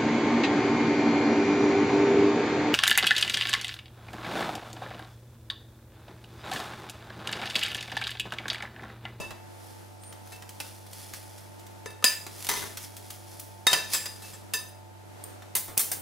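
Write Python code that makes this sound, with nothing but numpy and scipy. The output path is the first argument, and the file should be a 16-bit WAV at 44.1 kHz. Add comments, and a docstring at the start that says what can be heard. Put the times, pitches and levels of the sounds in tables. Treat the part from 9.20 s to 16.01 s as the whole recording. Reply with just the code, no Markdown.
"""A microwave oven hums in a small tiled kitchen as a blade softly scrapes a glass bowl close by.
A finger and a table knife work cling film off the rim: it rustles, snaps, squeaks, creeps and tears.
The blade goes on knocking the bowl, and at the end the knife clinks down on the counter.
The oven is sine lines and shaped noise, the film is bursts of random clicks, and the bowl, knife and
taut film are clicks with decaying modes. The close sounds pass through a synthetic room response."""
import sys
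import numpy as np
from scipy import signal
from scipy.fft import rfft, irfft, next_fast_len
from scipy.io import wavfile
from scipy.ndimage import uniform_filter1d

SR = 44100
rng = np.random.default_rng(int(sys.argv[2]) if len(sys.argv) > 2 else 0)


def dump_mix(stems):
    """Bounce the given channels to the path in sys.argv[1] as a 16-bit WAV at rate SR."""
    frames = np.atleast_2d(stems).T  # one column per channel
    limited = np.clip(frames, -1, 1)  # hard clip at full scale
    pcm = np.round(limited * 32767).astype(np.int16)
    wavfile.write(sys.argv[1], SR, pcm)


N = 300321
TIME = np.arange(N) / SR
TAIL = TIME[:2 * SR // 5]  # time axis of one blow or of the room response


def undb(db):
    """Decibels to gain."""
    return 10 ** (np.asarray(db) / 20)


def unit(x):
    """Scale to rms 1."""
    return x / np.sqrt(np.mean(x ** 2))


def colour(x, points):
    """Filter by (Hz, dB) points, joined by straight lines on a log-frequency axis."""
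    hz, db = np.transpose(points)
    size = next_fast_len(x.shape[-1] + 2048)
    bins_hz = np.maximum(np.fft.rfftfreq(size, 1 / SR), 1)
    gain = undb(np.interp(np.log(bins_hz), np.log(hz), db))
    return irfft(rfft(x, size) * gain, size)[..., :x.shape[-1]]


def walk(rate):
    """Smooth random drift with a spread near 1: twice-averaged random steps, `rate` of them a second."""
    step = int(SR / rate)
    steps = np.repeat(rng.standard_normal(N // step + 1), step)
    return 1.71 * uniform_filter1d(uniform_filter1d(steps, step), step)[:N]


def pan(db):
    """Left and right gains that differ by `db`; positive leans left."""
    return undb(np.array([[db], [-db]]) / 2)


def pair(size, likeness):
    """Left and right noise that are partly alike."""
    mid, side = rng.standard_normal((2, size))
    shared = np.sqrt((1 + likeness) / 2) * mid
    return shared + np.sqrt((1 - likeness) / 2) * side * np.array([[1], [-1]])


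# level in dB against the direct sound; likeness of left and right
ROOM_T60_S, ROOM_DB, ROOM_LIKENESS = 0.44, -3.5, 0.71


def kitchen(x, near_db=-5, near_s=0.0046):
    """Direct sound, quick reflections from bowl and counter, then the tiled walls."""
    near = pair(len(TAIL), 0.2) * np.exp(-TAIL / near_s)
    build_up = 1 - np.exp(-TAIL / 0.0014)
    walls = pair(len(TAIL), ROOM_LIKENESS) * undb(-60 * TAIL / ROOM_T60_S) * build_up
    response = (undb(near_db) * unit(near) + undb(ROOM_DB) * unit(walls)) / np.sqrt(len(TAIL))
    response[:, 0] += 1  # direct sound
    return signal.fftconvolve(x[None], response, axes=1)[:, :len(x)]


def chatter(length_s, rate, spread_db):
    """A first contact and a fading train of tiny slips of uneven size; unit energy."""
    happens = rng.random(len(TAIL)) < rate / SR
    unevenness = undb(spread_db * rng.standard_normal(len(TAIL)))
    slips = happens * rng.standard_normal(len(TAIL)) * unevenness
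    slips[0] = 1
    force = slips * np.exp(-TAIL / max(length_s, 1e-4))
    return force / np.sqrt(np.sum(force ** 2))


def ring(modes, favoured_hz, favour_db, split_hz=26, twin=0.59):
    """Decaying modes, each beating with a weaker twin; the point of contact favours those near one pitch."""
    hz, db, t60 = np.transpose(modes)[:, :, None]
    nearness = np.exp(-(6 * np.log2(hz / favoured_hz)) ** 2)
    phase, twin_phase, split = rng.random((3, len(hz), 1))
    twin_hz = hz + split_hz * (.5 + split)
    waves = np.sin(2 * np.pi * (hz * TAIL + phase))
    waves += twin * np.sin(2 * np.pi * (twin_hz * TAIL + twin_phase))
    return np.sum(waves * undb(db + favour_db * nearness - 60 * TAIL / t60), axis=0)


# Centres in Hz of the low, mid, high and top bands that set the tone of a blow.
BAND_CENTRES_HZ = [600, 2000, 4800, 11000]
BAND_EDGES_HZ = [(250, 1200), (1200, 3200), (3200, 7000), (7000, 16000)]
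BAND_FILTERS = [signal.butter(2, edges, "band", fs=SR, output="sos") for edges in BAND_EDGES_HZ]


def contact(db, tilt, lift_db):
    """Levels in the four bands: a harder contact tilts them to the treble, and the object lifts the middle two."""
    slope_db = tilt * np.log2(np.array(BAND_CENTRES_HZ) / 2800)
    return db + slope_db + lift_db * np.array([-.5, .5, .5, -.5])


def voice(x, band_db, top_db=-2, window_s=0.0074):
    """Filter a blow towards its four band levels at its loudest instant: hard is bright, soft is dull."""
    head = x.mean(0)[:len(TAIL) // 4]
    window = int(window_s * SR)
    power = [uniform_filter1d(signal.sosfilt(sos, head) ** 2, window).max() for sos in BAND_FILTERS]
    gain_db = band_db - 10 * np.log10(power)
    bass_db = gain_db[0] - 1  # the thud below the lowest band
    bass = [(50, bass_db - 1), (130, bass_db), (280, bass_db - 2.5)]
    return colour(x, [*bass, *zip(BAND_CENTRES_HZ, gain_db), (15000, gain_db[-1] + top_db)])


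def add(out, s, x):
    """Mix a sound in at a time."""
    i = max(int(s * SR), 0)
    out[:, i:i + x.shape[1]] += x[:, :N - i]


def blows(table, modes, ring_db, favour_db, gain_db, slip_hz, lift_db, lift_per_db=0, pan_db=0, top_db=-3):
    """A chattering contact: a dry crack, and a ring that builds up while the contact lasts."""
    out = np.zeros((2, N))
    for s, db, tilt, length_s, own_db, favoured_hz in table:
        crack = chatter(length_s, slip_hz, 0.59)
        build_up = 1 - np.exp(-2 * TAIL / max(length_s, 1e-4))
        body = ring(modes, favoured_hz, favour_db) * build_up
        # the crack scatters around the counter; the ring radiates from the whole object
        sound = kitchen(crack, near_db=-1.5, near_s=0.0031)
        sound = sound + undb(ring_db + own_db) * kitchen(body, near_db=-14)
        band_db = contact(db, tilt, lift_db + lift_per_db * (db + 17))
        add(out, s, voice(sound, band_db, top_db))
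    return out * pan(pan_db) * undb(gain_db)


def snaps(table, length_s, lift_db, gain_db):
    """A stuck fold of film lets go in a short burst of clicks."""
    out = np.zeros((2, N))
    for s, db, tilt in table:
        burst = kitchen(chatter(length_s, 4000, 1.6))
        add(out, s, voice(burst, contact(db, tilt, lift_db)))
    return out * undb(gain_db)


# The fan motor's buzz. Each row: multiple of the shaft rate, mean level in dB.
SHAFT_LINES = [(3, -74), (4, -67.5), (7, -67.5), (9, -100), (12, -66.5), (13, -69.5), (14, -68.5),
               (15, -64.5), (16, -78), (17, -68.5), (18, -60), (19, -75), (20, -71.5), (21, -76.5)]
# The tone of the fan's rush. Each row: frequency in Hz, relative gain in dB.
AIR_TONE = [(20, -32), (45, -13.5), (90, -16), (135, -10.5), (230, -12), (332, -8), (380, -10.5),
            (520, -9.5), (750, -10.5), (880, -11), (1080, -17.5), (1280, -15), (2830, -22), (12600, -27.5),
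            (15500, -37)]
SHAFT_HZ = 49.19
# the hum at twice the shaft rate: level, left against right in dB, lead of the left side in radians
HUM_DB, HUM_PAN_DB, HUM_LEAD = -51, -4, 0.55
AIR_DB = -52.5  # mean level, which drifts


def oven(waver_db=1.7, flutter_db=1.5, smear=0.78, left_lag=0.052):
    """The fan motor's hum, a soft buzz of shaft lines, and the rush of air."""
    turn = 2 * np.pi * SHAFT_HZ * TIME + 0.07 * walk(2.72)
    hum = np.sin(2 * turn + np.array([[HUM_LEAD], [0]]))
    out = np.sqrt(2) * undb(HUM_DB) * pan(HUM_PAN_DB) * hum
    for k, db in SHAFT_LINES:
        # the lines bunch into one smeared pulse a turn, which reaches the left side later
        phase = k * (turn - np.array([[left_lag], [0]])) + smear * rng.standard_normal()
        out += np.sqrt(2) * undb(db + waver_db * walk(6)) * np.sin(phase)
    air = unit(colour(pair(N, 0.034), AIR_TONE)) * undb(AIR_DB + 1.3 * walk(5.86))
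    # the low rush pulses with each turn of the fan; the hiss does not
    rush = signal.sosfiltfilt(signal.butter(2, 1200, fs=SR, output="sos"), air)
    return out + air + rush * (undb(flutter_db * np.sin(turn)) - 1)


# Glass bowl, damped by the food in it. Each row: mode in Hz, relative level in dB, 60 dB decay in seconds.
BOWL_MODES = [(430, -1, .06), (530, -1, .05), (990, -3, .13), (1250, 1, .05), (1745, -3, .27),
              (1793, -1, .11), (2200, -7, .03), (2645, -4, .22), (3700, -12, .36), (3730, -3, .08),
              (4865, -7, .22), (4925, -2, .13), (5075, -4, .07), (6175, -3, .17), (7632, 3, .1),
              (9200, 2, .13), (10890, -1, .16), (12660, -8, .15), (14550, -3, .06)]
# Blade on the bowl. Each row: start in seconds, level in dB before the layer's gain, brightness in dB per
# octave, chatter decay in seconds, extra ring in dB, favoured mode in Hz.
BOWL_KNOCKS = [(0.0, -41.5, -3, 0.05, 6, 2650), (1.120, -48.5, 0, 0.018, -3, 2650),
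               (2.659, -39.5, -2, 0.003, 2, 460), (2.825, -44, -3.5, 0.0016, 3, 1250),
               (2.842, -19, 3, 0.0027, -3, 4630), (4.4677, -20, 1, 0.0027, -2, 3740),
               (4.510, -33, -0.5, 0.049, 8, 2670), (4.530, -22, 1.3, 0.0089, -4.5, 5330),
               (4.734, -32, 5, 0.019, -2, 7700), (4.747, -32.5, 2.3, .0057, -2.5, 5130),
               (4.857, -37.5, 2.5, 0.0078, -3.5, 4920), (5.022, -50, 1, 0.078, -2, 2650),
               (5.133, -51, 1.5, 0.0091, -4, 7900), (5.336, -31, 3.5, 0.011, 4.5, 14550)]


def bowl_knocks():
    """The blade knocks and scrapes the glass; a firm blow drives the middle of the bowl's range hardest."""
    # lift_db holds for a -17 dB row and grows by lift_per_db with each dB of level
    return blows(BOWL_KNOCKS, BOWL_MODES, ring_db=-34.5, favour_db=11.5, gain_db=-0.5, slip_hz=11460,
                 lift_db=5.5, lift_per_db=0.15, pan_db=0.8)


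# Pulls on the film. Each row: moment of most strain in seconds, level in dB, rise in seconds,
# release in seconds; rise and release each span 10 dB.
FILM_PULLS = [(.46, -54, .15, 0.3), (1.12, -54, 0.13, 0.18), (1.48, -49.5, 0.13, 0.19),
              (1.79, -46, 0.084, 0.39), (1.95, -42.5, 0.011, 0.043), (2.19, -53.5, 0.029, 0.05),
              (3.37, -35.5, 0.16, .11), (3.64, -41, 0.039, 0.034), (3.95, -50.5, 0.49, 0.087),
              (4.12, -50, 0.14, 0.28), (4.735, -29.5, 0.023, 0.068), (5.1, -49, 0.37, 0.12)]


def strain():
    """Pull on the film over time, as a gain: each pull swells and lets go."""
    power = np.zeros(N)
    for s, db, rise_s, release_s in FILM_PULLS:
        distance = np.maximum((s - TIME) / rise_s, (TIME - s) / release_s)
        power += undb(db - 10 * distance) ** 2
    return np.sqrt(power)


def rustle(crease_hz=1600, spread_db=2.0):
    """Thousands of tiny creases buckle as the film is pulled."""
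    size = undb(spread_db * np.minimum(rng.exponential(size=N), 5))
    creases = (rng.random(N) < crease_hz / SR) * size * rng.choice([-1, 1], N)
    film_tone = [(40, -25), (120, -4), (500, -2.5), (1500, -4.0), (3000, -1.5), (5500, 3.5),
                 (7500, -1), (10000, 3.5), (15000, -5.5)]  # Hz, dB
    return unit(colour(kitchen(creases), film_tone)) * strain()


def small_folds(start_s=0.66, end_s=3.3, db=-54, spread_db=0.5, tilt=2.4, count=12):
    """Rows for faint snaps scattered over the time when the film is handled."""
    rows = []
    for k in range(count):
        s = start_s + (end_s - start_s) * (k + rng.random()) / count
        rows.append((s, db + spread_db * rng.standard_normal(), tilt))
    return rows


# Film snapping loose. Each row: start in seconds, level in dB before the layer's gain, brightness in dB
# per octave.
FOLD_SNAPS = [(.107, -42, -2.5), (.925, -48, 0.5), (1.223, -45.5, -1), (1.292, -46.5, 3.5),
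              (1.402, -34.5, 1.2), (1.731, -48, 4.5), (1.936, -39.5, 1.5), (3.066, -39.5, 0),
              (3.572, -38.5, 3), (3.767, -48.5, 5.5), (3.904, -43.5, 4), (4.196, -49, 7.5),
              (6.221, -50, -2)]


def folds():
    """Stuck folds of film let go, some plainly and some faintly."""
    return snaps(FOLD_SNAPS + small_folds(), length_s=0.007, lift_db=2.0, gain_db=-1.9)


def squeak(start_s=.8, end_s=.94, from_hz=8500, to_hz=9500, db=-51):
    """A fingertip slides on the taut film with a thin, rough, rising whistle."""
    along = np.clip((TIME - start_s) / (end_s - start_s), 0, 1)
    phase = 2 * np.pi * np.cumsum(from_hz + (to_hz - from_hz) * along) / SR
    swell = np.sin(np.pi * along)
    return kitchen(undb(db) * swell * walk(1500) * np.sin(phase))


TEAR_S = 3.2895  # the taut film tears off the rim
# slip spacing, last level before the layer's gain, growth per slip, brightness in dB per octave
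CREEP_GAP_S, CREEP_DB, CREEP_GROWTH_DB, CREEP_TILT = 0.0213, -35.5, 3.5, 3.5


def creep(count=7):
    """Stick and slip as the film is stretched: evenly spaced snaps, each stronger than the one before."""
    rows = []
    for k in range(count):  # counted back from the tear
        rows.append((TEAR_S - (k + 1) * CREEP_GAP_S, CREEP_DB - k * CREEP_GROWTH_DB, CREEP_TILT))
    return snaps(rows, length_s=0.0036, lift_db=2.0, gain_db=-2.7)


# The taut film and the air under it. Each row: mode in Hz, relative level in dB, 60 dB decay in seconds.
FILM_MODES = [(404, -9, 0.18), (847, 5, 0.024), (966, 11.5, 0.025), (1220, -1, 0.044), (1770, -6, 0.12),
              (2030, 5, 0.037), (3710, -9.5, 0.17), (6100, 6, 0.036)]
# first slip: level before the layer's gain, brightness in dB per octave; favoured mode of all slips
TEAR_DB, TEAR_TILT, TEAR_HZ = -28.5, 1.96, 2050


def tear(first_gap_s=0.0098, slowing=1.5, fade_db=2.5, dulling=0.64, contact_share=0.69,
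         ring_growth_db=1.5, count=6):
    """The freed film slackens: its slips come ever slower, weaker and duller, and it rings more freely."""
    rows, s = [], TEAR_S
    for k in range(count):
        gap_s = first_gap_s * slowing ** k
        db, tilt = TEAR_DB - k * fade_db, TEAR_TILT - k * dulling
        rows.append((s, db, tilt, contact_share * gap_s, k * ring_growth_db, TEAR_HZ))
        s += gap_s
    return blows(rows, FILM_MODES, ring_db=-30.5, favour_db=4.5, gain_db=0.5, slip_hz=894,
                 lift_db=0.5, pan_db=1.5)


# Steel knife. Each row: mode in Hz, relative level in dB, 60 dB decay in seconds.
KNIFE_MODES = [(2056, -5, .05), (5803, -9, .02), (7111, -5, .02), (8400, 6, .014), (8750, 6, .014),
               (9100, 5, .014), (9442, -2, .025), (10370, -4, .025), (11270, -5, .03), (11710, -6, .04),
               (14265, -11, .16), (15030, -8, .07)]
# Knife on the counter. 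Each row: start in seconds, level in dB before the layer's gain, brightness in dB
# per octave, chatter decay in seconds, extra ring in dB, favoured mode in Hz.
KNIFE_CLINKS = [(6.0395, -49, 6.5, .001, 1, 8300), (6.352, -30.5, 4.5, 0.012, 13, 12400),
                (6.365, -36, 4.5, 0.017, -10, 11710), (6.481, -47.5, -1, 0.035, -2, 2056),
                (6.572, -39.5, -1, .01, -5, 15030), (6.5765, -28, 5.5, 0.0035, 2, 15700),
                (6.593, -33, 5, 0.021, 9, 8750), (6.716, -34, 4, 0.018, 12, 8800)]


def knife_clinks():
    """The steel knife is put down: bright contacts with a short, high ring."""
    return blows(KNIFE_CLINKS, KNIFE_MODES, ring_db=-34.5, favour_db=9, gain_db=-0.44, slip_hz=14700,
                 lift_db=-5.0, pan_db=-0.1)


def scene():
    """Oven behind; film, bowl and knife close by."""
    film = rustle() + folds() + squeak() + creep() + tear()
    return oven() + bowl_knocks() + film + knife_clinks()


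# level at which the bass gain is one half, smoothing time of the loudness, upper edge of the bass
DUCK_DB, DUCK_S, DUCK_HZ = -26.5, 0.019, 121


def duck_bass(x):
    """Gain control on the bass, driven by the loudness of the whole sound."""
    keep = np.exp(-1 / (DUCK_S * SR))
    power = signal.lfilter([1 - keep], [1, -keep], np.mean(x ** 2, axis=0))
    gain = 1 / (1 + power / undb(DUCK_DB) ** 2)
    bass = signal.sosfiltfilt(signal.butter(6, DUCK_HZ, fs=SR, output="sos"), x)
    return x - (1 - gain) * bass


# Stereo width of the microphone pair. Each row: frequency in Hz, gain of the side signal in dB.
SIDE_TONE = [(30, 11), (100, -2), (140, 10.5), (300, 8.5), (700, 2), (1500, 1.5), (4500, -2), (8000, -2.5),
             (13000, 1.5)]
TOP_HZ = 15700  # upper edge of the sound


def record(dry):
    """The microphone pair sets the width; the recorder ducks the bass under loud blows; nothing sounds above TOP_HZ."""
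    mid = (dry[0] + dry[1]) / 2
    side = colour((dry[0] - dry[1]) / 2, SIDE_TONE)
    ducked = duck_bass(np.array([mid + side, mid - side]))
    return signal.sosfilt(signal.ellip(10, .2, 80, TOP_HZ, fs=SR, output="sos"), ducked)


dry = scene()
out = record(dry)
dump_mix(out)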